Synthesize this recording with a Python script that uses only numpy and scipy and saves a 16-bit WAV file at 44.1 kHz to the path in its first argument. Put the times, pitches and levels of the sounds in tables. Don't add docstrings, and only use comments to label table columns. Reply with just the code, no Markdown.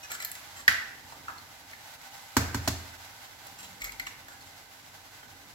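import sys
import numpy as np
from scipy import signal
from scipy.fft import rfft, irfft, next_fast_len
from scipy.io import wavfile

SR = 44100
rng = np.random.default_rng(int(sys.argv[2]) if len(sys.argv) > 2 else 0)


def invert_db(level):
    return 10 ** (np.asarray(level, dtype=float) / 20)


def wav_record(signal):
    frames = np.transpose(np.atleast_2d(signal))
    bounded = np.clip(frames, -1, 1)
    quanta = np.round(bounded * 32767).astype(np.int16)
    wavfile.write(sys.argv[1], SR, quanta)


N = 244387

# time in seconds, shell level in dB, slab level in dB.
LANDING = [
    (0.6787, 0.5, -44),
]
# time in seconds, force in dB, how far the crack runs in dB,
# splintering after it in dB.
KNOCKS = [
    (2.3669, -0.3, -20, -23),
    (2.5447, -11.5, -17, -33.5),
    (2.6752, -11, -3.5, -19),
]
# frequency in Hz, density in dB per Hz.
FRACTURE = [(100, -12), (250, 2), (600, -4.5), (1400, -3), (2200, -7), (3200, -15), (4500, -10.5),
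            (7300, -12), (11000, -15.5), (16000, -9.5)]


def rms_one(x):
    return x / np.sqrt(np.mean(x ** 2) + 1e-20)


def in_time(rows):
    s, db = np.transpose(rows)
    return np.interp(np.arange(N) / SR, s, db)


def at_hz(points, hz):
    point_hz, value = np.array(points).T
    return np.interp(np.log(hz), np.log(point_hz + 1e-9), value)


def bins(n):
    return np.maximum(np.fft.rfftfreq(n, 1 / SR), 1)


def shape(x, gain_db):
    n = next_fast_len(x.shape[-1], real=True)
    return irfft(rfft(x, n) * invert_db(gain_db(bins(n))), n)[..., :x.shape[-1]]


def colour(x, spectrum):
    return rms_one(shape(x, lambda hz: at_hz(spectrum, hz)))


def causal(x, spectrum):
    n = 2 ** 14
    cepstrum = irfft(np.log(invert_db(at_hz(spectrum, bins(n)))), n)
    cepstrum[1:n // 2] *= 2
    pulse = irfft(np.exp(rfft(cepstrum[:n // 2], n)), n)
    return signal.fftconvolve(np.atleast_2d(x), pulse[None], axes=1)[:, :N].reshape(x.shape)


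def drift(rate):
    knots_per_s = 40
    knots = rng.standard_normal(int(N / SR * knots_per_s) + 2)
    r = np.exp(-2 * np.pi * rate / knots_per_s)
    slow = rms_one(signal.lfilter([1], [1, -r], knots))
    return np.interp(np.arange(N) * knots_per_s / SR, np.arange(len(knots)), slow)


def clicks_at(times, gains):
    clicks = np.zeros(N)
    clicks[(np.array(times) * SR).astype(int)] = gains
    return clicks


def grains(per_s, spread_db):
    sizes = invert_db(spread_db * np.minimum(rng.exponential(1, N), 5)) * rng.choice([-1, 1], N)
    return rms_one(sizes * (rng.random(N) < per_s / SR))


def bursts(times, levels_db, t60):
    return signal.lfilter([1], [1, -invert_db(-60 / (t60 * SR))], clicks_at(times, invert_db(levels_db)) + 1e-18)


def ring(clicks, hz, t60):
    r, w = invert_db(-60 / (t60 * SR)), 2 * np.pi * hz / SR
    return signal.lfilter([0, np.sin(w)], [1, -2 * r * np.cos(w), r * r], clicks + 1e-18)


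def strike(times, levels_db, modes, soft_ms):
    out = np.zeros(N)
    for k, (hz, mode_db, t60) in enumerate(modes):
        uneven_db = rng.normal(0, 0.22, len(times))
        strength = invert_db(np.array(levels_db) + mode_db + uneven_db)
        out += (-1) ** k * ring(clicks_at(times, strength), hz, t60)
    contact = np.exp(-1000 / (soft_ms * SR))
    return signal.lfilter([1 - contact], [1, -contact], out)


def alike_pair(n):
    # frequency in Hz, left-right likeness from 0 to 1.
    likeness = [(60, 1), (180, 0.84), (550, 0.68), (1650, 0.015), (4970, 0.012), (15000, 0.01)]
    size = next_fast_len(n, real=True)
    mid, side = rfft(rng.standard_normal((2, size)))
    alike = np.clip(at_hz(likeness, bins(size)), 0, 1)
    pair = np.sqrt((1 + alike) / 2) * mid + np.sqrt((1 - alike) / 2) * side * [[1], [-1]]
    return irfft(pair, size)[:, :n]


def leaning(pair):
    # frequency in Hz, left minus right in dB.
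    lean = [(60, -4.5), (180, -5), (550, -2), (1650, -3.0), (4970, -2.0), (15000, 0)]
    return shape(pair, lambda hz: at_hz(lean, hz) * [[.5], [-.5]])


def kitchen(x, near_db, far_db, near_t60):
    # frequency in Hz, reverberation time t60 in seconds.
    decay = [(100, 0.97), (500, 0.63), (2000, 0.64), (5000, 0.5), (12000, 0.39)]
    n = SR
    t, noise, tail = np.arange(n) / SR, rfft(alike_pair(n)), 0
    for hz, t60 in decay:
        share = at_hz([(other, other == hz) for other, _ in decay], bins(n))
        tail = tail + irfft(noise * share, n) * invert_db(-60 * t / t60)
    tail = tail * (1 - np.exp(-t / 0.0018))
    near = alike_pair(n) * invert_db(-60 * t / near_t60) * (t > .0008)
    echoes = (invert_db(near_db) * rms_one(near) + invert_db(far_db) * rms_one(tail)) / np.sqrt(n)
    return signal.fftconvolve(x[None], echoes, axes=1)[:, :N]


def heard(x, right_late_ms, left_db, near_db, far_db, near_t60=0.029, direct_db=0):
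    late = np.interp(np.arange(N) - right_late_ms * SR / 1000, np.arange(N), x)
    wet = invert_db(direct_db) * np.stack([x, late]) + kitchen(x, near_db, far_db, near_t60)
    return wet * invert_db([[left_db / 2], [-left_db / 2]])


def simmer():
    # time in seconds, hiss level in dB.
    vigour = [(0.0, -54), (1.62, -56), (2.41, -53), (2.57, -52.5), (2.79, -53.5), (3.56, -55.5),
              (4.03, -56.5), (4.49, -57), (5.54, -57)]
    # time in seconds, rumble level in dB.
    draught = [(0, -59), (.4, -58), (1.2, -53), (1.9, -60), (3, -59.5), (4, -53.5), (4.6, -57), (5.1, -57),
               (5.54, -53.5)]
    # frequency in Hz, density in dB per Hz.
    hiss_spectrum = [(180, -5), (300, -46), (450, -12), (620, -2.5), (900, 2), (1100, -5), (1500, -3),
                     (2000, -5), (2500, -7), (3200, -7.5), (4500, -8.5), (7000, -12), (11500, -11),
                     (16000, -8.5)]
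    rumble_spectrum = [(15, -36), (25, 11), (49, -9.5), (91, 4), (195, -11.5), (267, -3), (303, -5.5),
                       (327, -10.5), (500, -12.5), (650, -20), (1100, -120)]
    # frequency in Hz, width in Hz, lift in dB.
    resonances = [(245, 10.5, 22.5), (788, 10, 11), (1516, 57, 6.5), (2050, 90, 6.5), (3940, 130, 2.0)]

    def lift_db(at):
        return sum(db / (1 + ((at - hz) / (width / 2)) ** 2) for hz, width, db in resonances)

    spit = np.stack([grains(600, 3.0), grains(600, 3.0)])
    hiss = colour(alike_pair(N) + invert_db(-8) * spit, hiss_spectrum)
    hiss_over_floor_db = 7
    hiss_db = in_time(vigour) + hiss_over_floor_db + 1.57 * drift(15)
    hiss = rms_one(shape(hiss, lift_db)) * invert_db(hiss_db)
    rumble_db = in_time(draught) - 0.7 + 0.52 * drift(9)
    rumble = colour(alike_pair(N), rumble_spectrum) * invert_db(rumble_db)
    return leaning(hiss + rumble)


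def pan_hum():
    start_s, swell_s, fade_s, level_db = 3.4, 0.32, .12, -58
    t = np.arange(N) / SR - start_s
    swell = np.clip(np.minimum(t / swell_s, 1 - (t - swell_s) / fade_s), 0, 1)
    return rms_one(ring(rng.standard_normal(N), 188.4, 0.38)) * invert_db(level_db) * swell


def plop():
    # time in seconds, level in dB.
    pushes = [
        (3.815, -40.5),
        (3.9, -46),
        (3.99, -52),
    ]
    s, db = np.transpose(pushes)
    return strike(s, db + 9.5, [(42.7, 0, 0.34)], 6.8)


def slab():
    # frequency in Hz, level in dB, t60 in seconds.
    modes = [(85.1, -4, 0.68), (135.6, -13, 0.56), (106.5, 0.5, 0.4), (55, 9, 0.037), (66, -12, 0.46),
             (216.5, -3, 0.15), (276.3, -2.5, 0.24), (323, -12.5, 0.18), (387, -12, 0.29),
             (178, -7.5, 0.14)]
    s, force_db, run_db, splinter_db = np.transpose(KNOCKS)
    drop_s, shell_db, drop_db = LANDING[0]
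    blows = np.append(drop_s, s) + 0.00251
    full_force_db, follows = -25, 0.49
    return strike(blows, np.append(drop_db, full_force_db + follows * force_db), modes, 0.09)


def shell_drop():
    # frequency in Hz, level in dB, t60 in seconds.
    modes = [(1537, -11.5, 0.036), (1800, -8.5, 0.013), (1783, -3, 0.023), (1960, -2.5, 0.019),
             (2160, -16, 0.015), (2790, -22, 0.02), (3410, -19, 0.014)]
    s, shell_db, slab_db = np.transpose(LANDING)
    return strike(s + 0.00036, shell_db - 3.0, modes, 0.017)


def drop_crack():
    # frequency in Hz, density in dB per Hz.
    spectrum = [(300, -24), (600, -14), (1100, -7.5), (1700, 5.5), (2300, -2.5), (3500, -8.5), (5000, -7.5),
                (7500, -16.5), (11500, -14), (16000, -14)]
    s, shell_db, slab_db = np.transpose(LANDING)
    return causal(clicks_at(s, invert_db(shell_db + 11)), spectrum)


def cavity():
    # frequency in Hz, level in dB, t60 in seconds.
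    modes = [(615, -3, 0.035), (690, -1, 0.03)]
    opens_s, level_db = 2.6, -15
    s = [row[0] for row in KNOCKS if row[0] > opens_s]
    return strike(s, [level_db] * len(s), modes, 0.1)


def splinters():
    # frequency in Hz, level in dB, t60 in seconds.
    modes = [(940, -11, 0.012), (1370, -9, 0.035), (1560, 0, 0.033), (1790, -13, 0.05), (2070, -30, .03),
             (2520, -13, 0.016)]
    s, force_db, run_db, splinter_db = np.transpose(KNOCKS)
    swell = bursts(s, splinter_db, 0.048) - bursts(s, splinter_db, 0.013)
    egg_db, damping = -27, 0.32
    knock_db = egg_db + force_db - damping * splinter_db
    return colour(grains(12000, 3.2), FRACTURE) * swell + strike(s, knock_db, modes, 0.046)


def knocks():
    # frequency in Hz, level in dB.
    brittle = [(1500, -14), (3000, -2), (4200, 2.5), (6500, 0), (16000, -3.5)]
    s, force_db, run_db, splinter_db = np.transpose(KNOCKS)
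    running = causal(clicks_at(s + .0012, invert_db(run_db - 3.5)), brittle)
    return causal(clicks_at(s, invert_db(force_db + 9.5)), FRACTURE) + running


def snaps():
    # time in seconds, ring level in dB, ring pitch in Hz,
    # fracture noise in dB, its treble over that in dB.
    breaks = [(0.117, -33, 1720, -50.5, 8.5), (0.15, -34, 1525, -53, 11), (0.202, -33, 2000, -53, 6),
              (0.2235, -35, 1750, -47, 10.5), (0.248, -36, 1760, -48.5, 11), (0.3155, -51, 1690, -52.5, 16),
              (0.352, -42, 2050, -51, 4.5), (1.123, -40, 930, -63, -6), (1.282, -29, 1320, -61, 1.5),
              (1.297, -35, 1223, -72, -1.5), (1.379, -54, 830, -61, -3), (1.732, -38, 1810, -72, -4),
              (2.193, -46, 806, -60, -3), (3.4685, -43, 830, -57, 6), (3.818, -34.5, 2190, -48.5, 6),
              (3.843, -34, 2030, -45, 8), (3.92, -49, 935, -52.5, 1), (3.9965, -27.5, 2070, -47.5, 4),
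              (4.068, -35, 2250, -49.5, 0), (4.283, -39, 1625, -60, 6), (4.408, -50, 4320, -67, 9),
              (5.23, -42, 1550, -77, 3)]
    # time in seconds, level in dB,
    # pitch in Hz.
    side_rings = [(0.25, -37.5, 4280), (1.289, -36, 994), (1.733, -43, 2110), (1.381, -44, 4340),
                  (3.893, -36, 2160), (3.997, -38.5, 4140), (4.000, -37.5, 1500), (4.005, -42, 2060),
                  (4.066, -37, 2840), (4.069, -37, 1110), (4.071, -36, 1810)]
    # pitch ratio, level in dB.
    piece_modes = [(1, 4.5), (1.09, -4), (2.04, -12.5)]
    s, ring_db, ring_hz, snap_db, treble_db = np.transpose(breaks)
    out, t = np.zeros(N), np.arange(4096) / SR
    for start, db, hz in list(zip(s, ring_db, ring_hz)) + list(side_rings):
        at = int(start * SR)
        t60 = 0.023 * (2000 / hz) ** 0.12
        tone = sum(invert_db(mode_db) * np.sin(2 * np.pi * hz * ratio * t) for ratio, mode_db in piece_modes)
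        out[at:at + len(t)] += invert_db(db - 60 * t / t60) * tone * (1 - np.exp(-t / 0.00067))
    cracks = grains(9700, 2.5)
    snap_band = signal.butter(2, [2500, 8000], "band", fs=SR, output="sos")
    treble_band = signal.butter(2, 8800, "high", fs=SR, output="sos")
    snap = rms_one(signal.sosfilt(snap_band, cracks))
    splinter = rms_one(signal.sosfilt(treble_band, cracks))
    snap = snap * bursts(s, snap_db + 10.5, 0.033)
    splinter = splinter * bursts(s, snap_db + treble_db + 20, 0.0047)
    return out + snap + splinter


def grip(start, hold):
    build_s, let_go_t60_s = 0.0059, 0.1
    t = np.arange(N) / SR - start
    return np.clip(1 + t / build_s, 0, 1) * invert_db(-60 * np.maximum(t - hold, 0) / let_go_t60_s)


def flexing():
    # start in seconds, hold in seconds, crackle level in dB,
    # hollow ring over crackle in dB, piece pitch ratio.
    squeezes = [(0.033, 0.0091, -47, -0.5, 1.4), (0.104, 0.043, -42.5, -1.5, 1.11),
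                (0.198, 0.037, -46.5, -1.5, 1.13), (0.33, .06, -57, -1.5, 1.26),
                (.565, 0.044, -49.5, -1, 0.91), (1.127, 0.031, -70, 13, 0.58),
                (1.284, 0.018, -63.5, 17.5, 0.8), (3.588, 0.016, -48, -8.5, 0.92),
                (3.632, 0.013, -49.5, -13, 0.61), (3.806, 0.014, -49.5, -1, 1.05),
                (3.838, .03, -46.5, -1, 1.07), (4.068, 0.018, -52, -11, 1.8), (4.282, 0.052, -56, 0, 0.78),
                (4.456, .03, -58.5, -2, 0.89)]
    # start in seconds, hold in seconds, level in dB, pitch in Hz.
    rubs = [
        (0.032, 0.013, -52.5, 6000),
        (0.125, 0.031, -57, 7800),
        (3.595, 0.013, -58, 3050),
        (3.635, .02, -62, 4020),
        (3.836, 0.03, -51, 2100),
    ]
    # frequency in Hz, density in dB per Hz.
    crackle_spectrum = [(1400, -89), (2400, 7.5), (4000, 5.5), (6000, 4), (7600, 9), (10000, 3.5),
                        (16000, 2)]
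    # frequency in Hz, level in dB, t60 in seconds.
    shell_modes = [(1237, 10, 0.049), (1500, 2, 0.033), (1796, 1, 0.22), (2070, 12.5, 0.053)]
    cracks, out = grains(11000, 2.8), np.zeros(N)
    crackle = colour(cracks, crackle_spectrum)
    for start, hold, db, hz in rubs:
        out += invert_db(db) * grip(start, hold) * rms_one(ring(cracks, hz, 0.0056))
    for start, hold, db, hollow_db, pitch in squeezes:
        rings = [invert_db(mode_db) * ring(cracks, hz * pitch, t60 * 0.66) for hz, mode_db, t60 in shell_modes]
        hollow = rms_one(sum(rings))
        out += invert_db(db) * grip(start, hold) * (crackle + invert_db(hollow_db) * hollow)
    return out


def scene():
    stove = simmer() + plop() + pan_hum()
    counter = heard(slab(), 0.22, -2.8, near_db=-10.5, far_db=-9.5)
    drop = heard(drop_crack(), 0.33, -0.38, near_db=4.5, far_db=3, direct_db=-17)
    drop += heard(shell_drop(), 0.32, -2.8, near_db=-7, far_db=-7.5)
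    egg = heard(knocks(), 0.094, -0.54, near_db=9, far_db=4.5, near_t60=0.057, direct_db=-6)
    egg += heard(splinters(), 0.178, -0.89, near_db=1.5, far_db=-5.5)
    egg += heard(cavity(), 0.14, -1.3, near_db=-14, far_db=-16)
    fingers = invert_db(3.5) * (flexing() + snaps())
    hands = heard(fingers, 0.221, -0.76, near_db=-6, far_db=-8.5, direct_db=-4.5)
    return stove + counter + drop + egg + hands


def band_limit(x):
    return signal.sosfilt(signal.butter(12, 16970, fs=SR, output="sos"), x)


def record(dry):
    # frequency in Hz, gain in dB.
    ports = [(15, -42), (42, -5.5), (7600, 3), (8150, 0.5), (8500, -9), (8900, -5.5), (9800, -3.5),
             (11500, 0), (15600, -7), (16000, -12), (16700, -53)]
    x = causal(dry, ports)
    top = .9
    x = x / (1 + (x / top) ** 6) ** (1 / 6)
    return band_limit(x)


dry = scene()
out = record(dry)
wav_record(out)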